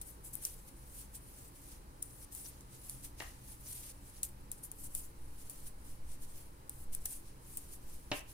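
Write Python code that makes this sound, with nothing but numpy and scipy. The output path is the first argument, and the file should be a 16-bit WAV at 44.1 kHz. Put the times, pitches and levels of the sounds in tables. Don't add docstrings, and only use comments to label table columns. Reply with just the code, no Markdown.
import sys
import numpy as np
from scipy import signal
from scipy.fft import rfft, irfft, next_fast_len
from scipy.io import wavfile

SR = 44100
rng = np.random.default_rng(int(sys.argv[2]) if len(sys.argv) > 2 else 0)


def wrap_up_sound(samples):
    columns = np.atleast_2d(samples).T
    tamed = np.clip(columns, -1, 1)
    steps = np.round(tamed * 32767).astype(np.int16)
    wavfile.write(sys.argv[1], SR, steps)


N = 367661


def from_db(db):
    return 10 ** (np.asarray(db) / 20)


def rms_one(x):
    return x / np.sqrt(np.mean(x ** 2) + 1e-20)


def level_over_time(points):
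    times_s, level_db = np.transpose(points)
    return np.interp(np.arange(N) / SR, times_s, level_db)


def at_hz(points, hz):
    table_hz, values = np.transpose(points)
    return np.interp(np.log(hz), np.log(table_hz), values)


def panned(left_minus_right_db):
    return from_db(np.array([left_minus_right_db / 2, -left_minus_right_db / 2]))


def bins(size):
    return np.maximum(np.arange(size // 2 + 1) * SR / size, 1)


def coloured(x, spectrum):
    size = next_fast_len(N)
    hz = bins(size)
    inside = (hz > spectrum[0][0]) & (hz < spectrum[-1][0])
    shaped = rfft(x, size) * from_db(at_hz(spectrum, hz)) * inside
    return rms_one(irfft(shaped, size)[..., :N])


def ring(clicks, hz, t60):
    r, w = from_db(-60 / (t60 * SR)), 2 * np.pi * hz / SR
    return signal.lfilter([0, np.sin(w)], [1, -2 * r * np.cos(w), r * r], clicks + 1e-18)


def drift(rate):
    steps_per_s = 100
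    steps = rng.standard_normal(int(N / SR * steps_per_s) + 2)
    r = np.exp(-2 * np.pi * rate / steps_per_s)
    slow = rms_one(signal.lfilter([1], [1, -r], steps))
    return np.interp(np.arange(N) / SR * steps_per_s, np.arange(len(slow)), slow)


# frequency_hz, relative_level_db (per Hz)
HISS_SPECTRUM = [(1200, -7), (2500, -17.5), (4000, -3), (7000, -6.5), (9500, -2.5), (13000, -7),
                 (15700, -8.5), (16100, -21)]


def hiss():
    level_db = -68
    return from_db(level_db) * coloured(rng.standard_normal((2, N)), HISS_SPECTRUM)


# frequency_hz, relative_level_db (per Hz)
HUM_SPECTRUM = [(12, -30), (20, -3.5), (43, 1), (60, 2), (93, -12), (128, -8), (230, -16.5), (345, -15),
                (398, -17.5), (487, -17.5), (714, -24.5), (857, -18.5), (1480, -27), (2170, -31),
                (2500, -32), (3250, -35.5), (5500, -120)]
# frequency_hz, bandwidth_hz, level_db (added to the swell)
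HUM_TONES = [(34, 14, 5.5), (128.9, 3.8, 4.5), (202.6, 1.8, -5), (286.2, 2.54, -2), (359.3, 16, -7.5)]
# frequency_hz, likeness (0 to 1)
HUM_COHERENCE = [(30, .98), (200, .93), (600, .75), (1500, .4), (2500, .1)]
# time_s, level_db
HUM_SWELL = [(0.0, -80), (0.83, -72.5), (2.3, -72.5), (3.1, -66), (4.3, -70.5), (7.84, -73.5), (8.12, -73),
             (8.33, -79)]


def hum():
    rumble_db, left_late_samples = -55, 18
    size = next_fast_len(N)
    mid, side = rfft(rng.standard_normal((2, size)))
    alike = np.clip(at_hz(HUM_COHERENCE, bins(size)), 0, 1)
    pair_spectrum = np.sqrt(1 + alike) * mid + np.sqrt(1 - alike) * side * [[1], [-1]]
    pair = irfft(pair_spectrum, size)[:, :N]
    out = from_db(rumble_db) * coloured(pair, HUM_SPECTRUM)
    swell_db = level_over_time(HUM_SWELL)
    for tone_hz, width_hz, tone_db in HUM_TONES:
        t60 = np.log(1000) / np.pi / width_hz
        tone = rms_one(ring(pair, tone_hz, t60))
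        out = out + from_db(tone_db + swell_db) * tone
    return np.array([np.roll(out[0], left_late_samples), out[1]])


# time_s, level_db
SWAY_LEVEL = [(4.0, -72), (4.42, -40), (4.7, -64.5), (4.81, -48), (6.35, -41.5), (6.6, -61), (6.94, -39.5),
              (7.15, -51.5), (8.14, -48), (8.33, -60)]


def sway():
    swings = coloured(rng.standard_normal(N), [(1.5, 12.5), (5, 19.5), (22, -15.5)])
    return from_db(level_over_time(SWAY_LEVEL)) * swings


def blows(events, modes, edges_hz, spread_s, gain_db, scatter_db, right_late_s, count):
    out = np.zeros((2, N))
    jitter = 0.24 * rng.random((len(events), count))
    late_s = (np.arange(count) + jitter) / count * spread_s
    signs = rng.choice([-1, 1], (len(events), count))
    strength = from_db(scatter_db * rng.standard_normal((len(events), len(modes), 2, 1)))
    for k, (hz, mode_db, t60) in enumerate(modes):
        clicks = np.zeros((2, N))
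        together = abs(np.sum(signs * np.exp(2j * np.pi * hz * late_s), axis=1)) ** 2
        evening = np.sqrt(2 * count / (count + together))
        for e, (start_s, peak_db, *rest) in enumerate(events):
            *low_db, high_db, pan_db = rest[:len(edges_hz) + 1]
            group_db = [*low_db, 0, high_db][np.searchsorted(edges_hz, hz)]
            gain = from_db(peak_db + gain_db + mode_db + group_db) * panned(pan_db) * evening[e]
            for side in (0, 1):
                at = ((start_s + late_s[e] + side * right_late_s) * SR).astype(int)
                np.add.at(clicks[side], at, gain[side] * strength[e, k, side] * signs[e])
        polarity = (-1) ** k if hz > 1000 else 1
        out += polarity * ring(clicks, hz, t60)
    return out


# frequency_hz, t60_s
ROOM_T60 = [(200, 0.14), (1000, 0.33), (2900, 0.33), (4000, 0.17), (8000, 0.03)]


def room(x):
    t, tail = np.arange(SR // 2) / SR, 0
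    edges = 150 * 2 ** np.arange(0, 6.1, .5)
    for low, high in zip(edges, edges[1:]):
        band_pass = signal.butter(2, [low, high], "band", fs=SR, output="sos")
        band = signal.sosfilt(band_pass, rng.standard_normal((2, len(t))))
        tail = tail + band * from_db(-60 * t / at_hz(ROOM_T60, np.sqrt(low * high)))
    after_gap = t > .004
    return signal.fftconvolve(x, tail * after_gap, axes=1)[:, :N]


# start_s, relative_level_db, thump_db, body_db, crack_db, left_minus_right_db
KNOCKS = [(3.2015, -41, -25, -2, 9, 0), (3.2035, -39.5, -19, 1, 2, -6), (3.2055, -37, -7.5, 5.5, -5, 5),
          (3.2215, -44, -8, 10, -4, -1), (8.1163, -29.5, 1, 2, 4.5, -5), (8.1189, -20, -8.5, -6.5, -4, 1),
          (8.123, -32, 1, 1, -8, 1), (8.129, -37, -4, 8, -11, -2)]
# frequency_hz, relative_level_db, t60_s
BODY_MODES = [(121, -6, 0.063), (313, -14, 0.049), (382, 6, 0.022), (617, 8, 0.0094), (755, -0.5, 0.017),
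              (1214, 3.5, 0.0089), (1235, 4, 0.0059), (1600, 4.5, 0.0064), (1890, 7.5, 0.0054),
              (2270, 4, 0.0092), (2740, 4, 0.0095), (3280, 6, 0.006), (3660, 9, 0.0037),
              (5700, 14.5, 0.00084)]
BODY_GROUPS_HZ = 700, 2100, 3400


def knocking():
    room_db = -30.5
    rattle_per_s, rattle_db, rattle_t60_s = 690, -28, 0.33
    knocks = blows(KNOCKS, BODY_MODES, BODY_GROUPS_HZ, spread_s=0.0008, gain_db=-11.0,
                   scatter_db=3.5, right_late_s=-0.000065, count=1)
    t = np.arange(SR // 3) / SR
    happens = rng.random((2, len(t))) < rattle_per_s / SR
    touches = happens * rng.standard_normal((2, len(t)))
    fading_touches = touches * from_db(rattle_db - 60 * t / rattle_t60_s)
    rattle = signal.fftconvolve(knocks, fading_touches, axes=1)[:, :N]
    return knocks + rattle + from_db(room_db) * room(knocks)


# (the slide after it, against relative_level_db)
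TICKS = [(0.014, -34.5, -17, -18, -9, 3.5, -11.5), (0.3538, -40.5, -26, -26, 8, 15.5, -22),
         (0.4509, -26, -1, 2.5, -2, 1, -11.5), (2.0224, -41, -12, -12, -3, 4, -11),
         (2.025, -33.5, -16, -12, 2, 2, -18), (2.0264, -32.5, -14, -8, -8, 8, -21),
         (2.3498, -39, -18, -16, 3, 9, -24), (2.608, -48.5, 7, 5, 3, 2.5, -16),
         (2.896, -34.5, -12, -2, 2, -2, -14.5), (4.229, -44, -15, -10, 8, 7, -20),
         (4.2316, -23, 0, -10, 0, 1.5, -13.5), (4.5159, -27, -14, -19, -6, 4, -18.5),
         (4.7158, -35, -16, -14, -1, 5, -19), (4.948, -38, -14, -14, 0, 0, -20),
         (4.9504, -26, -10, -14, 2, 1, -17.5), (5.497, -38, -22, -18, 0, 3, -6.5),
         (6.6947, -30, -13, -15, -3, 1.5, -23), (6.949, -31.5, -14, -17, 1, 3, -22),
         (7.055, -34, -15, -15, 10.5, 11, -22), (7.0571, -29.5, -16, -4, 3, -1, -12.5),
         (7.5713, -34, -25, -25, 8.5, 3, -8.5), (8.193, -43, 4, 7, -5, 5, -22)]
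# frequency_hz, relative_level_db, t60_s
NEEDLE_MODES = [(3560, -22, 0.0061), (5000, -6, 0.0033), (6030, 1, 0.0025), (7620, -3, 0.0028),
                (8500, 1, 0.0029), (9790, 6, 0.0068), (11200, -5, 0.0027), (12800, -1.5, 0.0039),
                (14300, 0.5, 0.0035), (15200, -8, 0.0033)]
NEEDLE_GROUPS_HZ = 4300, 6500, 11000


def needles():
    ticks = blows(TICKS, NEEDLE_MODES, NEEDLE_GROUPS_HZ, spread_s=0.001, gain_db=-6,
                  scatter_db=1.5, right_late_s=.00025, count=4)
    high_pass = signal.butter(3, 2600, "high", fs=SR, output="sos")
    return signal.sosfilt(high_pass, ticks)


def fibres(grain_db, shared):
    sizes = from_db(grain_db * np.minimum(rng.exponential(1, N), 5))
    both, *own = rng.standard_normal((3, N))
    return sizes * (shared * both + np.array(own))


def patchy(x, patchy_db, rate):
    size, out, width_hz = next_fast_len(N), 0, 1000
    hz, spectrum = bins(size), rfft(x, size)
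    for centre in np.arange(1000, 17001, width_hz):
        share = np.clip(1 - abs(hz - centre) / width_hz, 0, 1)
        band = irfft(spectrum * share, size)[:, :N]
        out = out + band * from_db(patchy_db * drift(rate))
    return out


def singing():
    t60_s, wavers_db = 0.0032, 9
    snags = fibres(2.5, .35)
    out = 0
    for hz, mode_db, _ in NEEDLE_MODES:
        if 5000 < hz < 15000:
            mode = rms_one(ring(snags, hz, t60_s))
            out = out + from_db(mode_db + wavers_db * drift(13.0)) * mode
    return rms_one(out)


# start_s (of full pressure), rise_s, hold_s, fall_s, level_db,
# dull_db (dull part against the bright)
STROKES = [(0.078, 0.045, 0.018, 0.084, -52, -27), (0.251, 0.019, 0.018, 0.052, -46.5, -21),
           (0.334, 0.0087, 0.01, 0.013, -43, -27), (0.365, 0.061, 0, 0.055, -53, -20),
           (0.426, 0.017, 0.0074, 0.21, -48, -18), (0.475, 0.21, 0.035, 0.094, -57.5, -5.5),
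           (0.68, 0.024, 0.0086, 0.026, -55, -10), (0.814, 0.35, 0.03, 0.2, -63.5, -12),
           (0.986, 0.12, 0.014, 0.087, -50, -11), (1.155, 0.026, 0.0065, 0.029, -47, -13),
           (1.365, 0.38, 0.086, 0.11, -57.5, -10.5), (1.48, 0.014, 0.0001, 0.026, -53.5, -17),
           (1.56, 0.057, 0.13, 0.038, -60, -10.5), (1.709, 0.062, 0.013, 0.1, -56, -6),
           (2.064, 0.032, 0.14, 0.008, -59, -23), (2.236, 0.091, 0.011, 0.0091, -51, -19),
           (2.326, 0.016, 0.16, 0.031, -49.5, -19), (2.52, 0.55, 0.022, 0.16, -63.5, -3.5),
           (2.74, 0.07, 0, 0.14, -57.5, -6), (2.865, 0.14, 0.074, 0.19, -54.5, -11),
           (3.049, 0.038, 0.0075, 0.041, -47, -10), (3.197, 0.038, 0.04, 0.19, -55, -2.5),
           (3.493, 0.13, 0.036, 0.072, -55, -9.5), (3.71, 0.14, 0, 0.27, -47, -13),
           (3.857, 0.28, 0.062, 0.009, -54, -6), (4.087, 0.11, 0.0096, 0.058, -58, -9),
           (4.17, 0.073, 0, 0.087, -57.5, -5.5), (4.54, 0.0086, 0.0, 0.415, -62.5, -16),
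           (4.636, 0.012, 0.016, 0.027, -47.5, -27), (4.793, 0.058, 0.022, 0.08, -52.5, -18),
           (4.839, 0.012, 0.021, 0.027, -46.5, -21), (4.974, 0.093, 0.023, 0.1, -47, -17),
           (5.382, 0.0067, 0.044, 0.015, -57, -9.5), (5.54, 0.47, 0.13, 0.008, -58.5, -9),
           (5.674, 0.034, 0.00054, 0.054, -50.5, -13), (5.883, 0.1, 0.026, 0.09, -58, -9),
           (6.112, 0.086, 0.027, 0.056, -58.5, -7.5), (6.232, 0.052, 0.0028, 0.043, -54, -9.5),
           (6.292, 0.062, 0.012, 0.038, -60, -8), (6.37, 0.093, 0.025, 0.11, -55.5, -10),
           (6.74, 0.055, 0.1, 0.022, -58.5, -22), (6.932, 0.015, 0.012, 0.042, -46, -14),
           (7.116, 0.14, 0.028, 0.085, -47.5, -14.5), (7.27, 0.066, 0.01, 0.101, -62.5, -4.5),
           (7.503, 0.12, 0.056, 0.077, -55, -12.5), (7.63, 0.209, 0.023, 0.139, -58, -10),
           (7.737, 0.075, 0, 0.048, -51, -11), (7.92, 0.17, 0.016, 0.21, -58, -7.5),
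           (8.162, 0.07, 0.019, 0.047, -49.5, -4.5), (8.29, 0.024, 0.011, 0.064, -56, -6)]


def strokes():
    edge_curve = 1.25
    resting_db, resting_dull_db = -72, -28
    base_pan_db, pan_per_dull_db = -0.5, -0.13
    skid_t60_s, slide_under_skid_db = 0.029, -3.5
    slide_t60_s, slide_dull_db, slide_sets_in_s = 0.2, -16, 0.00099
    t = np.arange(0, N, 16) / SR
    bright = np.full((2, len(t)), from_db(resting_db) ** 2)
    dull = bright * from_db(resting_dull_db) ** 2
    for start_s, rise, hold, fall, level_db, dull_db in STROKES:
        before = np.maximum(start_s - t, 0) / max(rise, .005)
        after = np.maximum(t - start_s - max(hold, 0), 0) / max(fall, .005)
        envelope = from_db(level_db - 20 * (before + after) ** edge_curve)
        pan_db = np.clip(base_pan_db + pan_per_dull_db * dull_db, -2, 9)
        power = (envelope * panned(pan_db)[:, None]) ** 2
        bright = bright + power
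        dull = dull + power * from_db(dull_db) ** 2
    for start_s, peak_db, *_, pan_db, slide_db in TICKS:
        since = np.maximum(t - start_s, 0)
        skid = from_db(-60 * since / skid_t60_s)
        slide = from_db(slide_under_skid_db - 60 * since / slide_t60_s)
        onset = np.clip((t - start_s) / slide_sets_in_s, 0, 1)
        envelope = from_db(peak_db + slide_db) * (skid + slide) * onset
        power = (envelope * panned(pan_db)[:, None]) ** 2
        bright = bright + power
        dull = dull + power * from_db(slide_dull_db) ** 2
    times = np.arange(N) / SR
    return [np.sqrt([np.interp(times, t, side) for side in part]) for part in (bright, dull)]


# frequency_hz, relative_level_db (per Hz)
BRIGHT_SPECTRUM = [(2000, -37), (5500, -16), (6800, -8), (7800, -3), (9550, 3.5), (11500, -1),
                   (13500, -4.5), (15300, -3.5), (15900, -23), (16100, -39)]
# frequency_hz, relative_level_db (per Hz)
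DULL_SPECTRUM = [(1200, -6.5), (2500, 2), (4000, 2.5), (6500, 6), (9000, -2)]


def rubbing():
    singing_db = -11
    bright_pressure, dull_pressure = strokes()
    flutter = from_db(1.42 * drift(45))
    snags = patchy(coloured(fibres(2.1, .35), BRIGHT_SPECTRUM), patchy_db=2.4, rate=9)
    bright = rms_one(snags + from_db(singing_db) * singing())
    dull = coloured(fibres(1.5, 0.098) * [[1], [-1]], DULL_SPECTRUM)
    return flutter * (bright_pressure * bright + dull_pressure * dull)


def scene():
    return hiss() + hum() + sway() + knocking() + needles() + rubbing()


def record(dry):
    stop_hz = 16900
    return signal.sosfilt(signal.cheby2(14, 70, stop_hz, fs=SR, output="sos"), dry)


dry = scene()
out = record(dry)
wrap_up_sound(out)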